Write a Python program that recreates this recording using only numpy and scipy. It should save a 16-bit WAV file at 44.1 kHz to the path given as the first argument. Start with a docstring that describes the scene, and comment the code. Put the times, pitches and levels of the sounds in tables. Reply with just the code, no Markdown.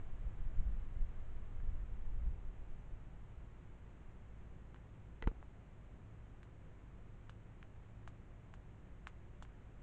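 """A quiet wooded slope, heard through the small port of a weatherproof housing.
A thrush knocks a snail shell on a stone: dry taps, each a clack with a hollow ring and a short bright crunch.
Once something knocks twice close to the microphone, with a puff of air. A breeze buffets the port
at first, then dies away; leaves hiss, a small bird peeps and a far engine hums."""
import sys
import numpy as np
from scipy import signal
from scipy.fft import rfft, irfft, next_fast_len
from scipy.io import wavfile
from scipy.ndimage import uniform_filter1d

SR = 44100
rng = np.random.default_rng(int(sys.argv[2]) if len(sys.argv) > 2 else 0)


def wav_out(sig):
    """Save sig, one row per channel (or a flat mono array), as 16-bit PCM at SR to the path in sys.argv[1]."""
    wavfile.write(sys.argv[1], SR, np.round(np.clip(np.atleast_2d(sig).T, -1, 1) * 32767).astype(np.int16))


N = 433062
TIME = np.arange(N) / SR
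HIT_TIME = TIME[:SR // 5]   # seconds since a contact


def from_db(db):
    """Decibels to gain."""
    return 10 ** (np.asarray(db) / 20)


def unit_rms(x):
    """Normalise to an rms of 1."""
    return x / np.sqrt(np.mean(x ** 2) + 1e-20)


def unit_peak(x):
    """Normalise to a peak of 1."""
    return x / np.abs(x).max()


def eq_curve(points, size):
    """Breakpoints (f/Hz, level/dB) as gains on the grid of an FFT."""
    hz, db = np.transpose(points)
    log_hz = np.log(np.fft.rfftfreq(size, 1 / SR) + 1e-9)
    return from_db(np.interp(log_hz, np.log(hz), db))


def noise(spectrum, size=N):
    """Noise of the given colour, rms 1."""
    padded = next_fast_len(size, True)
    white = rfft(rng.standard_normal(padded))
    return unit_rms(irfft(white * eq_curve(spectrum, padded), padded)[:size])


def butter(x, hz, kind, order=2):
    """Causal low-, high- or band-pass."""
    return signal.sosfilt(signal.butter(order, hz, kind, fs=SR, output="sos"), x)


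def drift(per_s):
    """A random modulator that glides to per_s new values a second, spread about 1."""
    knots = rng.standard_normal(1000)
    return np.interp(TIME * per_s, np.arange(len(knots)), knots)


def decay(t60, db=0):
    """The envelope of a hit: starts at db and falls 60 dB every t60 seconds."""
    return from_db(db - 60 * HIT_TIME / t60)


def ring(hz, t60):
    """A struck mode: a dying sine."""
    return np.sin(2 * np.pi * hz * HIT_TIME) * decay(t60)


def add(track, at_s, sound):
    """Mix a sound in at a time."""
    start = round(at_s * SR)
    track[start:start + len(sound)] += sound[:N - start]


def double_contact(hit, lag_s, share):
    """A second contact right behind the first comb-filters the hit."""
    second = np.interp(HIT_TIME - lag_s, HIT_TIME, hit, left=0)
    return (hit + share * second) / np.sqrt(1 + share ** 2)


def hum(hz, tones, swell_db):
    """Tones on multiples of one pitch, each swelling and fading on its own."""
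    turns = np.cumsum(hz) / SR
    partials = (from_db(db + swell_db * drift(4)) * np.sin(2 * np.pi * k * turns) for k, db in tones)
    return np.sqrt(2) * sum(partials)


def engine(waver=0.018, whine_hz=180, whine_waver=0.005, rumble_db=-56):
    """A far engine: low wavering tones and a thin whine over a bed of rumble."""
    # firing rate: t/s, f/Hz
    firing_rate = [(0, 104.9), (1.9, 99.95), (3.3, 106.9), (4.8, 109.2), (6.8, 105.7), (8.3, 105.9),
                   (9.3, 110.1), (9.82, 106.1)]
    # fader ride of the main tone: t/s, level/dB
    firing_level = [(0, -61), (2.1, -61), (2.7, -67), (6.3, -67.5), (7.1, -62.5), (8.3, -60.5),
                    (9.8, -68.5)]
    # side tones: multiple of the firing rate, level/dB
    side_tones = [(.5, -61), (1.41, -75.5)]
    # partials of the whine: multiple of its pitch, level/dB
    whine_tones = [(1, -75), (2, -81)]
    # colour of the rumble: f/Hz, level/dB
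    rumble_spectrum = [(5, -1), (15, 2), (50, -2.5), (75, -5.5), (140, -8), (220, -16.5), (350, -21.5),
                       (600, -33.5), (1500, -49.5)]
    firing_hz = np.interp(TIME, *np.transpose(firing_rate)) * (1 + waver * drift(9))
    firing_db = np.interp(TIME, *np.transpose(firing_level))
    drone = hum(firing_hz, [(0.99, firing_db), *side_tones], swell_db=2.0)
    whine = hum(whine_hz * (1 + whine_waver * drift(6)), whine_tones, swell_db=2.5)
    return drone + whine + from_db(rumble_db) * noise(rumble_spectrum)


def leaves(calm_db=-66, stirred_db=3.5, settle_at_s=1.93, settle_s=0.93, hiss_db=-75):
    """An even wash of foliage that settles as the breeze drops, and a thin steady hiss."""
    # colour of the foliage: f/Hz, level/dB
    leaf_spectrum = [(100, 5.5), (500, 5), (1000, 0.5), (2000, -2), (3000, -5), (5000, -11.5),
                     (7000, -10.5), (10000, -9.5)]
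    # colour of the hiss: f/Hz, level/dB
    hiss_spectrum = [(100, -12), (3000, -13), (6000, -1.5), (10000, -7)]
    stirred = (1 - np.tanh((TIME - settle_at_s) / (2 * settle_s))) / 2
    wash = from_db(calm_db + stirred_db * stirred) * noise(leaf_spectrum)
    return wash + from_db(hiss_db) * noise(hiss_spectrum)


def bird_peeps(quaver=0.0057, gain_db=3, image_db=-3, recorder_rate_hz=16000):
    """A small far bird: thin quavering whistles that sag in pitch."""
    # calls: t/s, length/s, f/Hz, sag/Hz, level/dB before gain_db
    calls = [(.48, .15, 7500, 450, -84), (2.73, .05, 7200, 100, -89), (2.785, .03, 6200, 100, -82),
             (2.85, .07, 7400, 150, -86), (3.88, .05, 7000, 150, -89), (4.08, .09, 7300, 250, -86)]
    out = np.zeros(N)
    vibrato = 1 + quaver * drift(100)
    for at_s, length_s, hz, sag_hz, db in calls:
        arch = np.sin(np.linspace(0, np.pi, round(length_s * SR))).clip(0)
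        pitch = (hz - sag_hz * arch) * vibrato[round(at_s * SR):][:len(arch)]
        image_hz = recorder_rate_hz - pitch   # the recorder adds an image tone mirrored around 8 kHz
        whistle, image = np.sin(2 * np.pi * np.cumsum([pitch, image_hz], axis=1) / SR)
        envelope = from_db(db + gain_db) * np.sqrt(2 * arch)
        add(out, at_s, envelope * (whistle + from_db(image_db) * image))
    return out


def breeze(level_db=-44, hold_s=1.95, fall_db_per_s=9, smooth_s=0.09, lumps_db=3, lumps_per_s=14):
    """Eddies buffet the port in lumps, with gusts that swell and fall; then the air calms."""
    # colour of the buffeting: f/Hz, level/dB
    eddy_spectrum = [(5, -17), (15, 6), (30, -6.5), (48, -9), (70, -15), (110, -28.5), (200, -39),
                     (500, -75.5)]
    # gusts at their crests: t/s, level/dB, half width/s
    gusts = [(.12, -40.5, 0.029), (.26, -39, 0.033), (.44, -34.5, 0.04), (.6, -28.5, .022), (.71, -34, .04),
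             (1.01, -32.5, 0.033), (1.21, -41.5, .03), (1.71, -36.5, 0.044), (1.93, -40, 0.017),
             (2.13, -37, 0.082), (2.28, -34, 0.032), (2.47, -40.5, .025), (2.72, -41.5, 0.024),
             (2.92, -42.5, 0.023)]
    eddies = noise(eddy_spectrum)
    eddies /= np.sqrt(uniform_filter1d(eddies ** 2, int(smooth_s * SR)))   # level out before shaping
    fall_db = fall_db_per_s * np.maximum(TIME - hold_s, 0)
    flow = from_db(level_db - fall_db + lumps_db * drift(lumps_per_s))
    gust_power = sum(from_db(db) ** 2 * np.exp(-((TIME - s) / width) ** 2) for s, db, width in gusts)
    return eddies * np.sqrt(flow ** 2 + gust_power)


def air_puff():
    """Air pushed past the port: with each eddy the pressure rises, drops sharply and rises again."""
    # eddies at their deepest: t/s, level/dB, half width/s
    eddies = [(5.274, -27.5, .006), (5.249, -38, .012), (5.303, -38, .007)]
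    out = np.zeros(N)
    for at_s, db, width in eddies:
        offset = (TIME - at_s) / width
        out += from_db(db) * (offset ** 2 - 1) * np.exp(-offset ** 2 / 2)
    return out


def close_knocks(thud_hz=230, rattle_hz=2200, second_lag_s=0.000757):
    """A light knock, then a heavy soft one, with fainter knocks between and after; most have a rebound: short
    modes, thud, snap and rattle."""
    # hits: t/s, body level/dB, body low-pass/Hz, thud and snap level/dB, share of a second contact
    hits = [(5.224, -30, 4000, -37.5, 0.29), (5.2395, -43, 2480, -64, 0), (5.2737, -25, 1090, -21.5, 0.78),
            (5.3152, -57, 300, -41, 0.38)]
    # resonances of the knocked body: f/Hz, level/dB, t60/s
    body_modes = [(452, -3.5, 0.053), (875, -8, 0.028), (1434, -2.5, 0.013), (1984, 2, 0.029),
                  (2640, -3, 0.0093), (3170, 1, 0.011), (4170, 3, 0.0042), (6500, -4.5, 0.0042)]
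    out = np.zeros(N)
    thud = unit_peak(ring(thud_hz, t60=0.0037))
    ringing = sum((-1) ** k * from_db(db) * ring(hz, t60) for k, (hz, db, t60) in enumerate(body_modes))
    for at_s, db, lowpass_hz, thud_db, second_share in hits:
        body = unit_peak(butter(ringing, lowpass_hz, "low", order=1))   # a softer contact is duller
        dull_noise = unit_rms(butter(rng.standard_normal(len(HIT_TIME)), rattle_hz, "low"))
        rattle = dull_noise * decay(t60=0.078, db=-25)
        snap = rng.standard_normal(len(HIT_TIME)) * decay(t60=0.046, db=-27)
        knock = from_db(db) * (body + rattle) + from_db(thud_db) * (snap - thud)
        add(out, at_s, double_contact(knock, second_lag_s, second_share))
    return out


def clack(hz, spread=1.76):
    """One hard contact: a click of about a cycle and a half around its pitch."""
    click = signal.unit_impulse(len(HIT_TIME))
    return unit_peak(butter(click, [hz / spread, hz * spread], "band"))


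def shell_taps(clack_db=1, second_lag_s=0.00024, low_cut_hz=420, delay_s=0.0013):
    """The shell clacks on the stone, its hollow rings and its brittle wall crunches."""
    # taps: t/s, contact level/dB, f/Hz, crunch level/dB, ring re contact/dB, signed second-contact share
    taps = [(1.601, -56.5, 1096, -85, -7, -0.17), (4.7435, -46, 1290, -85, -10, .6),
            (4.76, -52.5, 1400, -88, -8, 0.065), (5.4261, -47.5, 850, -92, -15, 0.18),
            (6.4297, -48.5, 1490, -71.5, -17, 0), (7.294, -44, 1637, -65, 1.5, 0.75),
            (7.627, -42.5, 1740, -82, -15, -0.14), (8.075, -39.5, 1140, -63, -16, 0.31),
            (8.5379, -44, 1276, -68, -13, 0.22), (9.0695, -30.5, 1650, -60.5, -24, -0.017),
            (9.423, -43, 1199, -58.5, -4, 0.99), (9.4493, -50, 1610, -85, -10, 0)]
    # resonances of the shell's hollow: f/Hz, level/dB, t60/s
    shell_modes = [(1690, 3.5, 0.0069), (2950, -3, 0.0076)]
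    # colour of the crunch: f/Hz, level/dB
    crunch_spectrum = [(200, -27), (700, -13), (2000, 3.5), (3500, 11), (5000, 12.5), (7000, 9.5),
                       (10000, 8)]
    out = np.zeros(N)
    hollow = sum(from_db(db) * ring(hz, t60) for hz, db, t60 in shell_modes)
    crunch_envelope = decay(t60=0.0024, db=10) + decay(t60=0.071, db=12)   # sharp crack, short tail
    for at_s, db, hz, crunch_db, hollow_db, second_share in taps:
        crunch = noise(crunch_spectrum, size=len(HIT_TIME)) * crunch_envelope
        strike = from_db(clack_db) * clack(hz) + from_db(hollow_db) * hollow
        contact = double_contact(strike, second_lag_s, second_share)
        # the plants around scatter countless small echoes, dying fast in the open
        echoes = signal.fftconvolve(rng.standard_normal(len(HIT_TIME)), contact)[:len(HIT_TIME)]
        scatter = unit_rms(echoes) * decay(t60=0.11, db=-25)
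        tap = from_db(db) * (contact + scatter) + from_db(crunch_db) * crunch
        add(out, at_s + delay_s, butter(tap, low_cut_hz, "high"))   # a small shell radiates little bass
    return out


def scene():
    """The mono mix of all sources at the microphone."""
    mix = shell_taps() + close_knocks() + air_puff() + breeze() + engine() + leaves() + bird_peeps()
    return mix[None]


def record(dry, cutoff_hz=9600):
    """The housing's port colours the sound, and a steep low-pass takes off the top."""
    # response of the port and the cavity behind it: f/Hz, level/dB
    port_response = [(1000, 0.5), (2000, -2), (3000, -6), (3600, -10), (4400, -17), (5100, -20.5),
                     (6000, -16.5), (7100, -12), (8000, -16), (9000, -22), (9700, -25.5)]
    size = 2048
    cepstrum = irfft(np.log(eq_curve(port_response, size)))
    cepstrum[1:size // 2] *= 2   # fold to minimum phase: no pre-ring ahead of the taps
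    cepstrum[size // 2 + 1:] = 0
    port_impulse = irfft(np.exp(rfft(cepstrum)))
    coloured = signal.fftconvolve(dry, port_impulse[None])[:, :N]
    high_cut = signal.ellip(10, 0.2, 70, cutoff_hz, fs=SR, output="sos")
    return signal.sosfilt(high_cut, coloured)


dry = scene()
out = record(dry)
wav_out(out)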